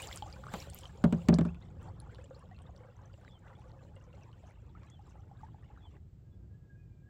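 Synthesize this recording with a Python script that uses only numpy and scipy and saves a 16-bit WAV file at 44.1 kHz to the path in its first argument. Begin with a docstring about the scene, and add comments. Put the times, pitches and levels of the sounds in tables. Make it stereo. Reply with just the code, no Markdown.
"""Water splashes and trickles off a canoe paddle on the right, as swarms of damped-sine bubbles over patchy noise.
Single drops and hollow glugs are damped sines; the shaft knocks on the hull as ringing modes under a noise crack.
Ripples gurgle along the side as the boat glides, then the water stops and the end is quieter.
Far rumble and hiss are filtered noise, small birds are gliding sines; two ports a few centimetres apart hear it all."""
import sys
import numpy as np
from scipy import signal
from scipy.fft import rfft, irfft, next_fast_len
from scipy.io import wavfile
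from scipy.ndimage import uniform_filter1d, map_coordinates

SR = 44100
rng = np.random.default_rng(int(sys.argv[2]) if len(sys.argv) > 2 else 0)


def output_pcm(signal):
    """Save a mono or channel-first signal as 16-bit PCM at the path in sys.argv[1].

    Samples are clipped to [-1, 1] before scaling.
    """
    pcm = np.clip(np.atleast_2d(signal).T, -1, 1) * 32767
    wavfile.write(sys.argv[1], SR, np.round(pcm).astype(np.int16))


def elevation(decibels):
    """Turn decibel levels (scalar or array-like) into linear amplitude ratios."""
    levels = np.asarray(decibels, float)
    return 10 ** (levels / 20)


N = 312669
LAG_MS = 0.21  # sound from the right reaches the left port this much later


def unit(x):
    """Scaled to rms 1."""
    return x / np.sqrt(np.mean(x ** 2) + 1e-20)


def along(points, hz):
    """Reads (f/Hz, value) points on a log frequency axis."""
    f, v = np.transpose(points)
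    return np.interp(np.log(hz + 1), np.log(f + 1), v)


def curves(rows):
    """One value per sample for each column after the time."""
    s, *cols = np.transpose(rows)
    return [np.interp(np.arange(N) / SR, s, c) for c in cols]


def wobble(rate):
    """A smooth random curve, rate knots a second."""
    knots = rng.standard_normal(int(N * rate / SR) + 4)
    return map_coordinates(knots, [np.arange(N) * rate / SR])


def filtered(x, response):
    """x shaped by a complex response of frequency."""
    m = next_fast_len(N + 8192)
    return irfft(rfft(x, m) * response(np.fft.rfftfreq(m, 1 / SR)), m)[..., :N]


def rush(spectrum, alike, patchy_db):
    """Stereo noise of rms 1: random gain patches, a spectrum, and a left-right likeness per frequency."""
    z = signal.stft(rng.standard_normal((2, N)), nperseg=512)[2]
    field = uniform_filter1d(rng.standard_normal(z.shape[1:]), size=5, axis=0)
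    field = uniform_filter1d(field, size=4, axis=1)
    pair = signal.istft(z * elevation(patchy_db * unit(field)), nperseg=512)[1][:, :N]

    def mid_side(hz):
        turn = np.arccos(np.clip(along(alike, hz), -1, 1)) / 2
        return elevation(along(spectrum, hz)) * [np.cos(turn), np.sin(turn)]

    mid, side = filtered(pair, mid_side)
    return unit(np.array([mid + side, mid - side]))


# left-right balance of sound from the right, before each source scales it: (f/Hz, left-right level/dB)
SIDE_BALANCE = [(300, 0), (2400, -2.5), (5000, -11.5), (8000, -11.5), (15000, 9.5)]


def from_right(pair, shade):
    """Sound from the right reaches the left port late and tilts the ports' balance by shade times the table."""
    sides = np.array([[1], [-1]])  # left, right

    def response(hz):
        gain = elevation(sides * shade * along(SIDE_BALANCE, hz) / 2)
        return gain * np.exp(-1j * np.pi * hz * sides * LAG_MS / 1000)

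    return filtered(pair, response)


def bubbles(s, db, hz, t60, pan_db, rise, lag_ms, size):
    """Bubbles ring as damped sines that glide in pitch (rise: fraction per s); the left port lags by lag_ms."""
    out = []
    start = np.round(s * SR).astype(int)[:, None] + np.arange(size)
    for side in (1, -1):
        t = np.maximum(np.arange(size) / SR - (0.00024 + side * lag_ms[:, None] / 2000), 0)
        glide = np.minimum(t, t60[:, None] / 2)  # the neck closes, the pitch settles
        phase = 2 * np.pi * hz[:, None] * (t + rise[:, None] * glide * (t - glide / 2))
        swell = 1 - np.exp(-t * hz[:, None] * 4.6)
        decay = elevation((db + side * pan_db / 2)[:, None] - 60 * (t / t60[:, None]) ** 1.63)
        wave = decay * swell * np.sin(phase)
        out.append(np.bincount(start.ravel(), wave.ravel(), N + size)[:N])
    return np.array(out)


def swarm(breaking_db, count, hz, octaves, cycles, spread_db, size):
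    """Random small bubbles of rms 1 in all, bunched where ripples break; each rings for about so many cycles."""
    u = rng.random((count, 3))
    g = rng.standard_normal((count, 3))
    chance = np.cumsum(elevation(breaking_db + 4.5 * wobble(30)))
    s = np.interp(u[:, 0], chance / chance[-1], np.arange(N) / SR)
    pitch = np.clip(hz * 2 ** (octaves * g[:, 0]), 200, 15000)
    t60 = np.minimum(cycles * np.exp(0.51 * g[:, 1]) / pitch, size / SR)
    level_db = -spread_db * np.log(u[:, 1])
    return unit(bubbles(s, level_db, pitch, t60, 9.1 * g[:, 2], 0.36 * u[:, 2] / t60, 0 * s, size))


# water running off the blade, calming as the boat slows: (t/s, fizz level/dB, gurgle level/dB)
RUNOFF_LEVELS = [(0, -64, -53), (.4, -67, -59), (.95, -70.5, -62), (1.25, -67, -54), (1.6, -79.5, -62),
                 (3.5, -81.5, -64), (5.98, -84.5, -66.5)]
# blade splashes, then wavelets that break on the side: (t/s, hold/s, fizz level/dB, gurgle level/dB)
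SPLASH_EVENTS = [(0, 0.051, -56.5, -50), (0.127, 0.032, -57, -70), (0.256, 0.011, -69, -58),
                 (0.528, 0.0087, -56, -46.5), (0.56, 0.061, -57.5, -56), (0.737, 0.045, -61, -65),
                 (0.833, 0.012, -66, -57), (1.81, .06, -76, -63), (2.114, 0.093, -74.5, -69),
                 (2.333, 0.064, -75, -79), (2.53, 0.052, -88, -63), (2.764, 0.033, -78, -76),
                 (3.135, 0.15, -75.5, -86), (3.461, 0.077, -82, -60), (3.82, 0.033, -74.5, -62),
                 (4.143, 0.14, -77, -62), (4.363, 0.097, -77, -72), (4.81, 0.036, -81, -62.5),
                 (5.068, 0.035, -76, -63.5), (5.4, 0.017, -73.5, -65), (5.734, 0.022, -87.5, -65),
                 (5.857, .1, -81, -71.5)]


def stir():
    """Fizz, gurgle and spray drive: each splash swells, holds and dies over the run-off, adding in power."""
    rise_db_s, fall_db_s = 500, 169
    t = np.arange(N) / SR
    power = elevation(2 * np.array(curves(RUNOFF_LEVELS)))
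    for s, hold, *peak_db in SPLASH_EVENTS:
        loss_db = rise_db_s * np.maximum(s - t, 0) + fall_db_s * np.maximum(t - s - hold, 0)
        power = power + elevation(2 * (np.array(peak_db)[:, None] - loss_db))
    fizz_db, gurgle_db = 10 * np.log10(power)
    spray_db = -70 + 1.66 * (fizz_db + 58)  # fine spray grows faster than the fizz
    return fizz_db, gurgle_db, spray_db


# air pockets under the hull's curve: (f/Hz, width/Hz, relative level/dB, t/s when it fills with water)
AIR_POCKETS = [(525, 16, -1.5, 4.6), (841, 46, -5, 7.5)]


def pockets():
    """Small slaps, as uneven noise, ring each air pocket's resonance until it fills."""
    out, t = 0, np.arange(N) / SR
    for centre, width, db, full in AIR_POCKETS:
        fade = np.clip((full - t) / 0.37, 0, 1)
        slaps = rng.standard_normal(N) * elevation(6.9 * wobble(25)) * fade
        ring = filtered(slaps, lambda f: 1j * f * width / (centre * centre - f * f + 1j * f * width))
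        out = out + elevation(db) * unit(ring)
    return out


# noise colour of the gurgle: (f/Hz, relative level/dB per Hz)
GURGLE_COLOUR = [(150, -36), (250, -3), (675, -6.5), (861, -5), (1010, -10.5), (3500, -22.5), (4550, -47.5),
                 (7700, -120)]


def gurgle_layer(breaking_db):
    """Low water: patchy noise, ringing air pockets and a swarm of larger bubbles."""
    gurgle = 0.65 * rush(GURGLE_COLOUR, [(300, 0.79), (2000, 0.13)], patchy_db=6.5) + 0.3 * pockets()
    gurgle += 0.65 * swarm(breaking_db, count=1400, hz=1149.5, octaves=0.617, cycles=63, spread_db=1.5, size=1500)
    return gurgle


# noise colour of the fizz: (f/Hz, relative level/dB per Hz)
FIZZ_COLOUR = [(1500, -10.5), (2200, -1), (3100, 1), (4200, -8), (5800, -26.5), (7300, 2), (8400, -13.5),
               (10000, -27.5)]
# broad hiss of a strong splash: (f/Hz, relative level/dB per Hz)
WASH_COLOUR = [(900, -29.5), (1800, -3), (4500, 1), (7500, -10.5), (10000, -19.5)]


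def fizz_layer(breaking_db, fizz_db):
    """Bright water: small bubbles and droplet ticks that merge into a smooth wash in a strong splash."""
    merge = elevation(.3 * (fizz_db + 78))
    fizz = 0.52 * merge * rush(FIZZ_COLOUR, [(3000, 0.18)], patchy_db=4)
    fizz += 0.83 * swarm(breaking_db, count=1800, hz=2870, octaves=0.43, cycles=34, spread_db=4.5, size=900)
    fizz += 0.5 * swarm(breaking_db, count=1500, hz=6420, octaves=0.23, cycles=72, spread_db=3.0, size=400)
    # droplets hit with a short tick
    ticks = swarm(breaking_db, count=700, hz=4530, octaves=0.45, cycles=5.7, spread_db=4.0, size=120)
    fizz += 0.16 * merge ** .6 * ticks
    fizz += 0.22 * merge * rush(WASH_COLOUR, [(3000, .3)], patchy_db=2.0)
    return fizz


def spray_layer(breaking_db):
    """Fine spray: top-end noise with a swarm of tiny ticks."""
    colour = [(8000, -30), (9500, -7), (13000, -6), (15800, -7), (16300, -40)]
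    spray = 1.3 * rush(colour, [(9000, .3)], patchy_db=4)
    ticks = swarm(breaking_db, count=1200, hz=11500, octaves=.3, cycles=12, spread_db=6.5, size=200)
    return spray + 0.64 * ticks


def water():
    """Gurgle, fizz and spray follow the stirring of the water, surging together, until it falls silent."""
    glide_end = 5.98  # s
    fizz_db, gurgle_db, spray_db = stir()
    surge = wobble(9.8)
    breaking_db = 5.5 * wobble(14)  # all bubble sizes crowd where a ripple breaks
    mix = elevation(gurgle_db + 0.2 * surge) * gurgle_layer(breaking_db)
    mix += elevation(fizz_db + 0.53 * surge) * fizz_layer(breaking_db, fizz_db)
    mix += elevation(spray_db + 0.53 * surge) * spray_layer(breaking_db)
    return from_right(mix * (np.arange(N) / SR < glide_end), shade=0.83)


# slow ride of the far rumble: (t/s, level/dB rms before a small random waver)
RUMBLE_LEVEL = [(.5, -50.5), (1.8, -49.5), (2.3, -52.5), (2.9, -54), (3.7, -53), (5.75, -52), (6.1, -53.5)]
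# colour of the rumble: (f/Hz, relative level/dB per Hz)
RUMBLE_COLOUR = [(13, -44.5), (22, -25), (53, -3.5), (107, -1.5), (129, -6.5), (180, -11.5), (226, -19.5),
                 (288, -23.5), (320, -22), (1400, -47.5), (1820, -85.5), (3080, -120)]
# how alike the ports hear the rumble: (f/Hz, left-right likeness)
RUMBLE_LIKENESS = [(60, 1), (180, 0.96), (600, .2), (1500, 0)]
# colour of the hiss: (f/Hz, relative level/dB per Hz)
HISS_COLOUR = [(700, -40.5), (1300, 4), (2500, -0.5), (6000, -7), (7800, -2.5), (9000, -27), (15000, -8),
               (16300, -33.5)]


def air():
    """Far low rumble and the microphone's own steady hiss, both filtered noise."""
    rumble_db = curves(RUMBLE_LEVEL)[0] + 1.3 * wobble(4.52)
    rumble = elevation(rumble_db) * rush(RUMBLE_COLOUR, RUMBLE_LIKENESS, patchy_db=-0.04)
    hiss = elevation(-82.5) * rush(HISS_COLOUR, [(3000, 0)], patchy_db=0)
    return rumble + hiss


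def followers(s, db, hz, count):
    """Every loud bubble starts with a tick of impact and sheds a few smaller neighbours just after."""
    s, db, hz = np.repeat([s, db, hz], count, axis=1)
    u, g = rng.random(len(s)), rng.standard_normal((len(s), 3))
    pitch = np.clip(hz * np.exp(.16 * g[:, 0]), 200, 15000)
    t60 = 30 / pitch
    shed_s = s + u * 45 / pitch
    shed_db = db - 10.5 + 3 * g[:, 1]
    shed = bubbles(shed_s, shed_db, pitch, t60, -5 + 3 * g[:, 2], 0.31 / t60, LAG_MS + 0 * s, size=3000)
    tick_hz = 2.5 * pitch[::count].clip(0, 4000)
    zero = 0 * tick_hz
    tick = bubbles(s[::count], db[::count] - 1.0, tick_hz, 4 / tick_hz, zero - 4, zero, LAG_MS + zero, size=300)
    return shed + tick


# the loudest single drops: (t/s, peak level/dB, start f/Hz, t60/ms, pitch rise/% per ms)
LOUD_DROPS = [(.0012, -29, 2310, 19, 2.1), (.0211, -30, 8800, 1.9, 1.5), (.0393, -38.5, 3280, 11, 2.1),
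              (.0733, -30, 6600, 2.4, 23), (.0878, -41, 4580, 4.5, 1.5), (.1136, -27.5, 2026, 7.1, 3.5),
              (.1276, -33, 3090, 9.6, 7.3), (.1605, -28, 8550, 1.3, 1.5), (.174, -28.5, 5900, 2.3, 56),
              (.2236, -34, 840, 34, 0.055), (.224, -33.5, 3150, 7.6, 0.21), (.3274, -41, 4730, 7.5, 1.7),
              (.439, -34, 1350, 8.9, .6), (.4676, -34, 1230, 10, 0.18), (.483, -42.5, 1330, 40, 2.1),
              (.6258, -40, 4280, 5.6, .3), (.7005, -34.5, 7600, 2.7, 20), (.7468, -28, 12500, 1.1, .3),
              (.789, -37, 6320, 3.6, 50), (.8556, -36.5, 3080, 13, .2), (1.3407, -29, 3640, 10.6, 30.4),
              (1.5466, -42.5, 2430, 11, 3), (1.6234, -55.5, 3580, 16, 2.8), (1.8298, -51, 7300, 2.2, 1.5),
              (2.0014, -46.5, 9800, 8, .3), (2.0017, -47.5, 4170, 4.6, 0.28),
              (2.0945, -50.5, 1370, 31, 1.4), (2.148, -38.5, 3550, 1, .3), (2.1848, -47, 1630, 14, 0.93),
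              (2.2418, -53, 7000, 16, 2.5), (2.308, -56, 1370, 43, .2), (2.3475, -58, 4040, 37, 1.9),
              (2.5131, -50, 1830, 54, 0.56), (2.547, -52, 2650, 36, 0.24), (2.5895, -43.5, 2710, 3.2, 1.1),
              (2.6205, -56, 8120, 10, .6), (2.6927, -48, 700, 20, .6), (2.7637, -45.5, 4320, 1.2, 1.5),
              (3.2492, -43, 1510, 6, 2.1), (3.481, -54, 2700, 8.9, 0.33), (3.6184, -51.5, 2510, 7.2, 1.2),
              (3.9642, -51, 2810, 18, 0.27), (4.13, -51, 2700, 14, 0.52), (4.33, -50, 2800, 10, 2.5),
              (4.51, -50.5, 1930, 23, 4.7), (4.7512, -50, 1224, 52, 0.98), (4.834, -44, 2260, 3.1, .3),
              (4.9008, -51.5, 6000, 7.7, 13.5), (4.9931, -53.5, 807, 50, .2), (5.3134, -49, 772, 33, 0.6),
              (5.433, -44, 847, 49, 0.51), (5.545, -49, 777, 18, 2.2), (5.7746, -50.5, 1220, 33, 3.2),
              (5.967, -52, 1734, 11, 4.5)]


def drops():
    """Loud single drops on the paddle side; the higher they ring, the more the left port is shaded."""
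    s, db, hz, t60_ms, rise = np.transpose(LOUD_DROPS)
    pan_db = -3 - 6.5 * np.log2(np.maximum(hz / 2000, 1))  # left-right; 6.5 dB per octave above 2 kHz
    level_db = db - 10 * np.log10(np.cosh(pan_db * np.log(10) / 20))  # level is the mean of both ports
    loud = bubbles(s - .0006, level_db, hz, t60_ms / 1000, pan_db, 10 * rise, LAG_MS + 0 * s, size=5000)
    return loud + followers(s, db - 10.5, hz, count=3)


# the loudest glugs of air trapped along the hull: (t/s, peak level/dB, f/Hz)
LOUD_GLUGS = [(.392, -47.5, 530), (.674, -47.5, 550), (.953, -49.5, 440), (2.024, -53, 846),
              (2.19, -45.5, 513), (2.31, -42.5, 522), (2.44, -52.5, 515), (2.514, -54, 740),
              (2.808, -49.5, 500), (2.849, -49.5, 522), (3.657, -55, 525), (3.968, -50.5, 525),
              (4.141, -49.5, 546), (4.44, -52, 620), (5.157, -52, 824), (5.703, -56, 830)]


def glugs(count=14):
    """Low hollow bubbles that live about two dozen cycles; faint random ones ring near the pockets' pitch."""
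    u = rng.random((count, 3))
    start, end = 1.7, 4.2  # s, span of the faint glugs
    soft_s = start + (end - start) * u[:, 0]
    soft_db = -55 + 4 * (u[:, 1] - .5)
    pocket_hz = np.where(u[:, 2] < .7, AIR_POCKETS[0][0], AIR_POCKETS[1][0])
    soft_hz = pocket_hz * (.93 + 0.13 * u[:, 1])
    s, db, hz = np.hstack([np.transpose(LOUD_GLUGS), [soft_s, soft_db, soft_hz]])
    g = rng.standard_normal((len(s), 2))
    t60 = 26 * np.exp(.25 * g[:, 0]) / hz
    pan_db = -2.5 + 1.3 * g[:, 1]
    hollow_bubbles = bubbles(s - .002, db, hz, t60, pan_db, 0.051 / t60, LAG_MS + 0 * s, size=5000)
    return hollow_bubbles + followers(s, db, hz, count=2)


def hollow(pair, t60):
    """The open hull answers each port with its own short diffuse tail of decaying noise."""
    tail = rng.standard_normal((2, SR // 4)) * elevation(-60 * np.arange(SR // 4) / SR / t60)
    return signal.fftconvolve(pair, tail / np.linalg.norm(tail[0]), axes=1)[:, :N]


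# shaft on the hull: (t/s, relative boom level/dB, relative crack level/dB,
# crack brightness/dB per octave above 1500 Hz, share of the free ring time)
SHAFT_HITS = [(0.538, -25, -39, 0, 0.22), (1.04, -10.5, -33.5, -1.5, 0.84), (1.125, -17, -39.5, -1.5, 0.92),
              (1.286, -8.5, -31, 0, 0.96), (1.326, -14.5, -39, -10, 0.78), (1.386, -14.5, -40.5, 0, 0.79),
              (1.41, -15, -44, -3.5, 0.46), (1.451, -24, -48.5, -2.5, 1)]
# hull modes: (f/Hz, relative level/dB, free t60/s, signed gain at the microphone)
HULL_MODES = [(73, -15, 0.42, 0.98), (116, -19, 0.35, 1), (151.6, -4.5, 0.19, -1.13),
              (173.5, 1, 0.29, 0.83), (223, 4.5, 0.12, 0.86), (280, -10.5, 0.12, 0.91),
              (321, -9, 0.13, 0.51), (377.5, -15.5, 0.16, -1.33), (434.5, -9.5, 0.093, -0.74),
              (594, -10.5, 0.088, -1.3), (620, -9.5, 0.076, 1), (751, -10.5, 0.063, 1),
              (1230, -15, 0.028, 0.93)]
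# colour of the contact crack: (f/Hz, relative level/dB)
CRACK_COLOUR = [(250, -5), (500, 2), (1300, 1), (3000, -6.5), (5500, -18), (7500, -7.5), (11000, -26.5),
                (16000, -27)]
# how long the crack rings: (f/Hz, t60/s)
CRACK_RING = [(400, 0.29), (1200, 0.064), (4000, 0.042), (12000, 0.0098)]


def knocks():
    """A crack comes through the air; the boom swells as bending waves arrive and gather a few ms later."""
    out, t = np.zeros((2, N + SR)), np.arange(SR // 2) / SR
    hz, level, t60, polarity = np.transpose(HULL_MODES)[:, :, None]
    spot = np.clip(hz / 900, 0, 1)  # short waves depend on where the shaft lands
    skew = spot * rng.normal(0, 0.69, hz.shape)  # shorter waves differ more between the ports
    for s, db, crack_db, bright_db, free in SHAFT_HITS:
        mode_db = db - 5.5 + level + spot * rng.normal(0, 4.6, hz.shape)
        size = polarity * elevation(mode_db - 60 * t / (t60 * free))
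        tuned = hz * (1 + spot * rng.normal(0, 0.047, hz.shape))  # the shaft's weight shifts the upper modes
        phase = 2 * np.pi * tuned * (t - .0045) - .4
        swell = 1 - np.exp(-(t / 0.003) ** 2)
        boom = [swell * np.sum(size * np.sin(phase + side * skew), axis=0) for side in (1, -1)]
        f, frames, z = signal.stft(rng.standard_normal((2, SR // 2)), SR, nperseg=128)
        # a soft contact is duller
        colour_db = along(CRACK_COLOUR, f) + bright_db * np.log2(np.maximum(f, 1500) / 1500)
        decay_db = 60 * frames / along(CRACK_RING, f)[:, None]
        z = (0.35 * z[0] + z) * elevation(colour_db[:, None] - decay_db)
        crack = elevation(crack_db + 13.5) * signal.istft(z, SR, nperseg=128)[1][:, :len(t)]
        out[:, round(s * SR):][:, :len(t)] += boom + crack
    return from_right(out[:, :N], shade=0.8)


def sing(rows, rough_db):
    """A slightly hoarse sine along (t/s, f/Hz, level/dB) points, silent outside them."""
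    hz, db = curves(rows)
    t = np.arange(N) / SR
    gate = np.clip(np.minimum(t - rows[0][0], rows[-1][0] - t + 0.016) / 0.0081, 0, 1)
    waver = 1 + .005 * wobble(120)
    level = np.sqrt(2) * gate * elevation(db + rough_db * wobble(90) + 2.2 * wobble(25))
    return level * np.sin(2 * np.pi * np.cumsum(hz * waver) / SR)


# contour of one chirp, falling in two parts: (t/s from its start, f/Hz, relative level/dB)
CHIRP_CONTOUR = [(0, 4070, -9), (0.018, 3800, -22), (.04, 3450, -20), (.052, 3290, -7), (.062, 3500, -11),
                 (.078, 3400, -8), (.09, 3130, -8), (.1, 3080, -9)]
# when the bird calls: (t/s, level/dB added to the contour)
CHIRP_CALLS = [(3.264, -66.5), (4.865, -69.5), (5.775, -69)]


def chirps():
    """A bird on the right shore repeats one gliding sine, with an echo off the water 400 samples later."""
    calls = 0
    for s, db in CHIRP_CALLS:
        calls = calls + sing([(s + dt, hz, db + d) for dt, hz, d in CHIRP_CONTOUR], rough_db=3)
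    calls += 0.47 * np.roll(calls, shift=400)
    return from_right(np.array([calls, calls]), shade=3.2)


# far wavering whistles, one list of points each: (t/s, f/Hz, level/dB rms before roughness)
WHISTLE_LINES = [
    [(6.245, 1630, -87), (6.33, 1650, -90), (6.45, 1570, -92)],
    [(6.49, 1640, -92), (6.518, 1617, -75), (6.556, 1686, -81), (6.582, 1674, -88), (6.758, 1615, -70.5),
     (6.782, 1670, -85), (6.982, 1590, -86.5), (7.086, 1674, -72), (7.09, 1700, -68)],
    [(6.75, 2477, -90), (6.84, 2460, -82), (6.9, 2400, -91.5), (7.01, 2370, -84.5)],
    [(6.31, 3450, -82), (6.33, 3430, -73), (6.345, 3410, -83.5)],
]


def whistles():
    """Birds further off whistle as wavering sines that reach the right port five samples early."""
    far = sum(sing(rows, rough_db=4.0) for rows in WHISTLE_LINES)
    return np.array([far, np.roll(far, shift=-5)])


def scene():
    """All sources at the two ports; drops and glugs also excite the open hull."""
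    near = drops() + glugs()
    hull_tail = elevation(-11.5) * hollow(near, t60=0.082)
    return water() + near + hull_tail + knocks() + chirps() + whistles() + air()


def band_limit(x):
    """A steep low-pass at the top of the band."""
    return signal.sosfilt(signal.butter(12, 16600, fs=SR, output="sos"), x)


def record(dry):
    """The finished mix of both ports, as it is delivered."""
    return band_limit(dry)


dry = scene()
out = record(dry)
output_pcm(out)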